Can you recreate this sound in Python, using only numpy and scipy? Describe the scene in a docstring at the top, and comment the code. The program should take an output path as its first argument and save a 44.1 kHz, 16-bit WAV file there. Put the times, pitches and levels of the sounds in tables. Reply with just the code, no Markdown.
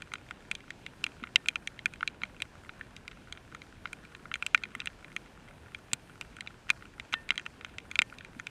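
"""A faint hiss of rain on the fields and a low rumble of open air lie behind close taps of rain on plastic.
The rain falls on a small plastic camera case outdoors: each drop splats on the shell and rings its damped modes,
coloured by where it lands and how sharply it strikes. Light drops and fine droplets patter in between.
A few drops ring the mount or thud softly; the distance is noise in flickering octaves, all in one channel."""
import sys
import numpy as np
from scipy import signal
from scipy.fft import rfft, irfft
from scipy.io import wavfile
from scipy.ndimage import uniform_filter1d

SR = 44100
rng = np.random.default_rng(int(sys.argv[2]) if len(sys.argv) > 2 else 0)


def wrap_up_sound(samples):
    """Save the sound to the file named by the first command line argument, as 16-bit audio."""
    columns = np.atleast_2d(samples).T
    # keep every value between -1 and 1, then stretch to whole-number steps
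    tamed = np.clip(columns, -1, 1)
    steps = np.round(tamed * 32767).astype(np.int16)
    wavfile.write(sys.argv[1], SR, steps)


N = 374832

# Edges of the four bands that set a drop's colour: f/Hz
BAND_EDGES_HZ = [900, 1800, 2900, 5200, 14000]
TAP_SIZE = 1024  # samples in one drop


def undb(db):
    """Decibels to amplitude gain."""
    return 10 ** (np.asarray(db) / 20)


def add(out, s, sound):
    """Mix a sound in at time s (seconds)."""
    i = int(np.clip(s * SR, 0, N - 1))
    out[i:i + len(sound)] += sound[:N - i]


def log_curve(hz, points_hz, db):
    """Straight lines in dB on a log-frequency axis."""
    return np.interp(np.log(np.maximum(hz, 1)), np.log(points_hz), db)


def walk(rate_hz):
    """Random levels, each held for 1 / rate_hz seconds, then smoothed twice over that time."""
    hold = int(SR / rate_hz)
    levels = np.repeat(rng.standard_normal(N // hold + 1), hold)
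    return uniform_filter1d(uniform_filter1d(levels, hold), hold)[:N]


def field(level_db=-54, flicker_db=1.83):
    """Distant rain and air: shaped noise, steady overall, each octave band flickering on its own."""
    # Spectrum of rain on the fields and open air, relative: f/Hz, level/(dB per Hz)
    air_curve = [(15, -47.5), (25, 2), (64, 2), (128, 2), (231, -1), (543, -8.5), (1090, -12), (1240, -15),
                 (1420, -12), (1630, -11.5), (2020, -17), (2430, -15.5), (3730, -22.5), (9270, -30.5),
                 (15000, -44.5)]
    hz = np.fft.rfftfreq(N, 1 / SR)
    spectrum = rfft(rng.standard_normal(N)) * undb(log_curve(hz, *np.transpose(air_curve)))
    octave = np.log2(np.maximum(hz, 40)).astype(int)
    out = np.zeros(N)
    for k in np.unique(octave):
        flicker = undb(flicker_db * walk(20))
        out += irfft(spectrum * (octave == k), N) * flicker
    return out * undb(level_db) / np.std(out)


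def ring(modes, weights, size):
    """Free ringing: a sum of exponentially damped cosines, each struck with its own weight."""
    hz, t60, db = np.transpose(modes)
    t = np.arange(size)[:, None] / SR
    decay = np.exp(-np.log(1000) * t / t60)
    return (decay * np.cos(2 * np.pi * hz * t)) @ (undb(db) * weights)


def causal(db):
    """Minimum-phase frequency response with these gains, which never sounds ahead of its input."""
    cepstrum = irfft(np.log(undb(db)))
    half = len(cepstrum) // 2
    # fold the part ahead of time zero onto the part after it
    cepstrum[1:half] *= 2
    cepstrum[half + 1:] = 0
    return np.exp(rfft(cepstrum))


def strike(spot_hz, spot_db=7, spot_octaves=0.16, splat_s=0.0002, splat=0.2,
           spray_s=0.0024, spray_db=-15, spray_low_hz=450):
    """A push and a brief splat ring the case, most of all the modes that are lively where the drop lands."""
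    # Modes of the plastic shell: f/Hz, t60/s, level/dB
    case_modes = [(215, 0.041, -19.5), (970, 0.0076, -22), (1404, 0.0061, -20.5), (1454, 0.014, -8.5),
                  (1836, 0.016, -8), (2125, 0.016, -1.5), (2400, 0.02, -0.5), (2697, 0.012, 0),
                  (3198, 0.014, -4), (3567, 0.017, -11), (3980, 0.018, -12.5), (4740, 0.0072, -16),
                  (6290, 0.0069, -15), (7330, 0.0053, -17), (8560, 0.0027, -12.5), (10300, 0.0011, -20.5)]
    t = np.arange(TAP_SIZE) / SR
    force = splat * rng.standard_normal(TAP_SIZE) * np.exp(-t / splat_s)
    force[0] += 2
    modes = np.array(case_modes)
    modes[:, 2] += spot_db * np.exp(-(np.log2(modes[:, 0] / spot_hz) / spot_octaves) ** 2)
    # clinging water loads the shell: its modes shift a little and answer unevenly
    modes[:, 0] *= 1 + .012 * rng.standard_normal(len(modes))
    signs = (-1) ** np.arange(len(modes))
    weights = signs * (1 + .45 * rng.standard_normal(len(modes)))
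    # the drop bursts into a short hiss of spray, thinned in the bass
    spray = undb(spray_db) * rng.standard_normal(TAP_SIZE) * np.exp(-t / spray_s)
    spray = signal.lfilter([1, -1], [1, -np.exp(-2 * np.pi * spray_low_hz / SR)], spray)
    ringing = signal.fftconvolve(force, ring(modes, weights, TAP_SIZE))[:TAP_SIZE]
    return ringing + spray


def tap(spot_hz, band_db, bass_db=-6, top_db=-15.5):
    """A strike brought near one drop's band levels; the shell muffles the very top."""
    hz, edges = np.fft.rfftfreq(TAP_SIZE, 1 / SR), np.array(BAND_EDGES_HZ)
    muffle_db = log_curve(hz, [400, 900, 8200, 12500], [bass_db, 0, 0, top_db])
    spectrum = rfft(strike(spot_hz)) * causal(muffle_db)
    bands = (hz >= edges[:-1, None]) & (hz < edges[1:, None])
    centres_hz = np.r_[650, np.sqrt(edges[:-1] * edges[1:])]
    for _ in range(2):
        # the tap's energy counted as power over 10 ms
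        power = bands @ np.abs(spectrum) ** 2 * 2 / TAP_SIZE / (.01 * SR)
        gain_db = band_db - 10 * np.log10(power)
        # the bass gets no more gain than the bands on average
        bass_gain_db = min(gain_db.mean(), gain_db[0])
        spectrum = spectrum * causal(log_curve(hz, centres_hz, np.r_[bass_gain_db, gain_db]))
    return irfft(spectrum)


def drop_colour(spot_hz, db, sharp_db, splash_db, spot_lift_db=6, spot_width_octaves=0.45):
    """Band levels, low to high: sharp blows are bright, soft ones knock, the spot stands out; splash on top."""
    # Colour shared by drops in the low, middle and high bands: level/dB
    shared_colour = [-2.5, 0, -2.5]
    # Change of those three bands with sharpness: slope/(dB per dB)
    sharp_slope = [-0.8, 0, 0.76]
    edges = np.array(BAND_EDGES_HZ[:-1])
    octaves = np.log2(np.sqrt(edges[:-1] * edges[1:]) / spot_hz)
    spot_lift = spot_lift_db * np.exp(-(octaves / spot_width_octaves) ** 2)
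    colour = shared_colour + sharp_db * np.array(sharp_slope) + spot_lift
    # the three bands together carry the tap's power
    colour = colour - 10 * np.log10(np.sum(undb(colour) ** 2))
    return db + np.r_[colour, splash_db]


def drops(gain_db=0.92, fragment_db=-22, fragment_s=0.008):
    """Distinct drops close by on the case; each breaks up and a fragment lands 4 to 8 ms later."""
    # Drops: t/s, liveliest pitch of the landing spot f/Hz, level before gain_db (power over 10 ms)/dB,
    # sharpness of the blow/dB, splash relative to the tap/dB
    taps = [(0.021, 1680, -42, 0, -15), (0.1184, 2500, -45.0, -8, -29), (0.137, 1300, -35, 0.5, -13),
            (0.1551, 1500, -42, 1, -30), (0.3092, 1470, -38.5, -4, -21), (0.5135, 2320, -30.5, 2.5, -16),
            (0.5519, 3100, -40, 8.0, -11.5), (0.705, 1940, -39.5, -1.5, -17), (0.864, 2170, -40.0, 3, -20),
            (1.0408, 2670, -28, 5.5, -16), (1.065, 2300, -36, 0, -19), (1.238, 1480, -36.5, -3.5, -33),
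            (1.2712, 2480, -48, -7, -26), (1.3587, 2280, -17.5, 9.5, -17.5), (1.4589, 2500, -42, -4, -18),
            (1.4855, 2300, -23.5, 7.5, -13), (1.5571, 2590, -30, -2, -22.5),
            (1.6736, 2060, -33.5, 5.5, -13), (1.791, 2260, -43, 5.5, -24), (1.8581, 2220, -24.0, -5, -19.5),
            (1.937, 2410, -45.5, -2, -13.5), (2.0083, 1420, -40.5, -1, -26),
            (2.0287, 1400, -27.5, -11.5, -39), (2.0761, 2500, -29.5, 5.5, -18),
            (2.2174, 1450, -43, -1, -35), (2.2347, 2180, -31, 0, -26.5), (2.4025, 2300, -44, -1, -20),
            (2.4206, 2150, -31.5, 7.5, -14.5), (2.6928, 1430, -42, -2.5, -42),
            (2.8108, 1830, -38.5, -11.5, -42), (2.9651, 2390, -47.5, 10, -11),
            (3.079, 2260, -41.5, 3, -16.5), (3.3248, 3980, -40, 1.5, -12), (3.3736, 1480, -50, 2.0, -27),
            (3.5481, 1420, -43, -2.5, -14.5), (3.618, 2100, -47.5, 3, -19), (3.8559, 1410, -35.0, -4, -39),
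            (3.9308, 2320, -39.0, -4.5, -13), (4.1493, 1370, -45.0, 0.5, -21),
            (4.2551, 1340, -44, -10, -36), (4.3152, 1440, -36.5, -5.0, -41),
            (4.3401, 2250, -31.5, 6, -18.5), (4.3556, 1510, -37.5, -3, -15.5),
            (4.4245, 2430, -31, -5.5, -23.5), (4.4644, 2600, -31.5, 5, -9.5),
            (4.5465, 2520, -16.5, -7.5, -25), (4.5772, 2150, -43.5, 2, -18), (4.6365, 2410, -34, 1.5, -24),
            (4.6536, 2500, -47.5, -5, -28), (4.751, 2300, -37.5, -6, -16), (4.8023, 2580, -36, 6, -18.5),
            (4.8175, 2630, -45.5, -3.5, -29), (4.8578, 1920, -41.5, 3, -7), (4.8722, 2470, -32.5, 1, -24),
            (5.045, 2170, -47.5, -1, -24), (5.164, 2310, -33, 0.5, -16.5), (5.7472, 2620, -38.5, 0.5, -24),
            (5.933, 6900, -29.5, 5, 1.5), (6.2117, 2520, -38.5, 0.5, -12), (6.3667, 1420, -48, -1.0, -12),
            (6.3854, 1490, -47.0, -14, -27), (6.4075, 2020, -39, 6, -13), (6.4734, 2240, -40.5, 5.5, -26),
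            (6.693, 1920, -39, -3.5, -21), (6.7023, 2300, -20.5, -1, -17.5),
            (6.8235, 1460, -47.5, -6.0, -31), (6.9979, 2280, -39.0, 3.5, -19),
            (7.126, 2480, -38.0, -4, -21), (7.1315, 1830, -36.5, 0, -10), (7.1391, 3980, -26, -4.5, -25),
            (7.2907, 2240, -38, 1.5, -17), (7.3057, 2110, -23.0, 4.5, -23.5), (7.319, 1440, -42, -5, -31),
            (7.3566, 2130, -49.5, 2, -12), (7.3781, 3120, -31.5, 5, -18), (7.3958, 1870, -42, -3, -17),
            (7.463, 2750, -36.5, -5, -21), (7.6103, 1410, -46.5, -1.5, -25), (7.647, 1530, -39, 2, -17.5),
            (7.7836, 2370, -39, 4, -14.5), (7.914, 2160, -39.5, 1, -13.5), (7.9559, 2410, -31, 3, -19),
            (7.9901, 2350, -19, 2, -21.5), (8.0185, 2120, -25.5, 1.5, -15), (8.1253, 1440, -46, -14, -34),
            (8.185, 2390, -48, 8, -12.5), (8.2082, 1400, -46.5, -2, -31), (8.2478, 2230, -46.5, -2, -17),
            (8.3976, 1740, -38, -7.5, -15), (8.4689, 2500, -37.5, 0.5, -16)]
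    out = np.zeros(N)
    for s, spot_hz, db, sharp_db, splash_db in taps:
        band_db = drop_colour(spot_hz, db, sharp_db, splash_db)
        add(out, s, tap(spot_hz, band_db + gain_db))
        fragment_delay = fragment_s * (.5 + rng.random() / 2)
        add(out, s + fragment_delay, tap(spot_hz, band_db + fragment_db))
    return out


def droplets(count=280, small_db=-66, spread_db=3, colour_db=3):
    """Fine droplets patter on the case: many tiny ones, few larger."""
    out, colour = np.zeros(N), np.array([2.5, -4.5, -11.0, -14.5])  # dB in the four bands
    for _ in range(count):
        db = min(small_db + spread_db * rng.exponential(), -59)
        band_db = db + colour + colour_db * rng.standard_normal(len(colour))
        add(out, rng.uniform(0, N / SR), tap(rng.uniform(1370, 1900), band_db))
    return out


def light_drops(count=30, mean_db=-53.0, spread_db=1.5, sharp_db=-1.5, sharp_spread_db=3, splash_db=-20):
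    """Light drops land at a random moment in each equal slice of time, on one of a few spots of the case."""
    # Liveliest pitches of the landing spots: f/Hz
    light_spots = [1460, 2250, 2580]
    out = np.zeros(N)
    for k in range(count):
        size, blow = rng.standard_normal(2)
        spot_hz = rng.choice(light_spots)
        drop_db = mean_db + spread_db * size
        band_db = drop_colour(spot_hz, drop_db, sharp_db + sharp_spread_db * blow, splash_db)
        s = (k + rng.random()) / count * N / SR
        add(out, s, tap(spot_hz, band_db))
    return out


def mount(thud_t60=0.069, thud_rise_s=0.001):
    """The mount's thin ring of damped modes, and heavy drips thudding as single soft-edged damped modes."""
    # Modes of the mount: f/Hz, t60/s, level/dB
    mount_modes = [(1810, 0.24, -8.5), (2390, 0.06, -26), (2649, .2, -24), (3079, 0.09, -20)]
    # Drops that shake the mount: t/s, gain on its modes (level/dB)
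    mount_hits = [(1.359, -42), (4.545, -38.5), (7.14, -27.5), (8.018, -45)]
    # Soft thuds of heavy drips: t/s, f/Hz, level before the rise and a slight trim/dB
    thuds = [(1.224, 236, -33.5), (4.763, 233, -40.5), (5.933, 136, -35.5), (8.364, 249, -39.5)]
    out, t = np.zeros(N), np.arange(SR // 2) / SR
    for s, db in mount_hits:
        add(out, s, undb(db) * ring(mount_modes, 1, len(t)))
    rise = 1 - np.exp(-t / thud_rise_s)
    for s, hz, db in thuds:
        add(out, s, undb(db) * ring([(hz, thud_t60, 0)], 0.97, len(t)) * rise)
    return out


def scene():
    """Near drops over distant rain, in one channel."""
    return (drops() + light_drops() + mount() + droplets() + field())[None]


def record(dry, top_hz=15300):
    """The camera cuts the top: a steep elliptic low-pass."""
    low_pass = signal.ellip(8, .2, 70, top_hz, fs=SR, output="sos")  # 0.2 dB ripple, 70 dB stopband
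    return signal.sosfilt(low_pass, dry)


dry = scene()
out = record(dry)
wrap_up_sound(out)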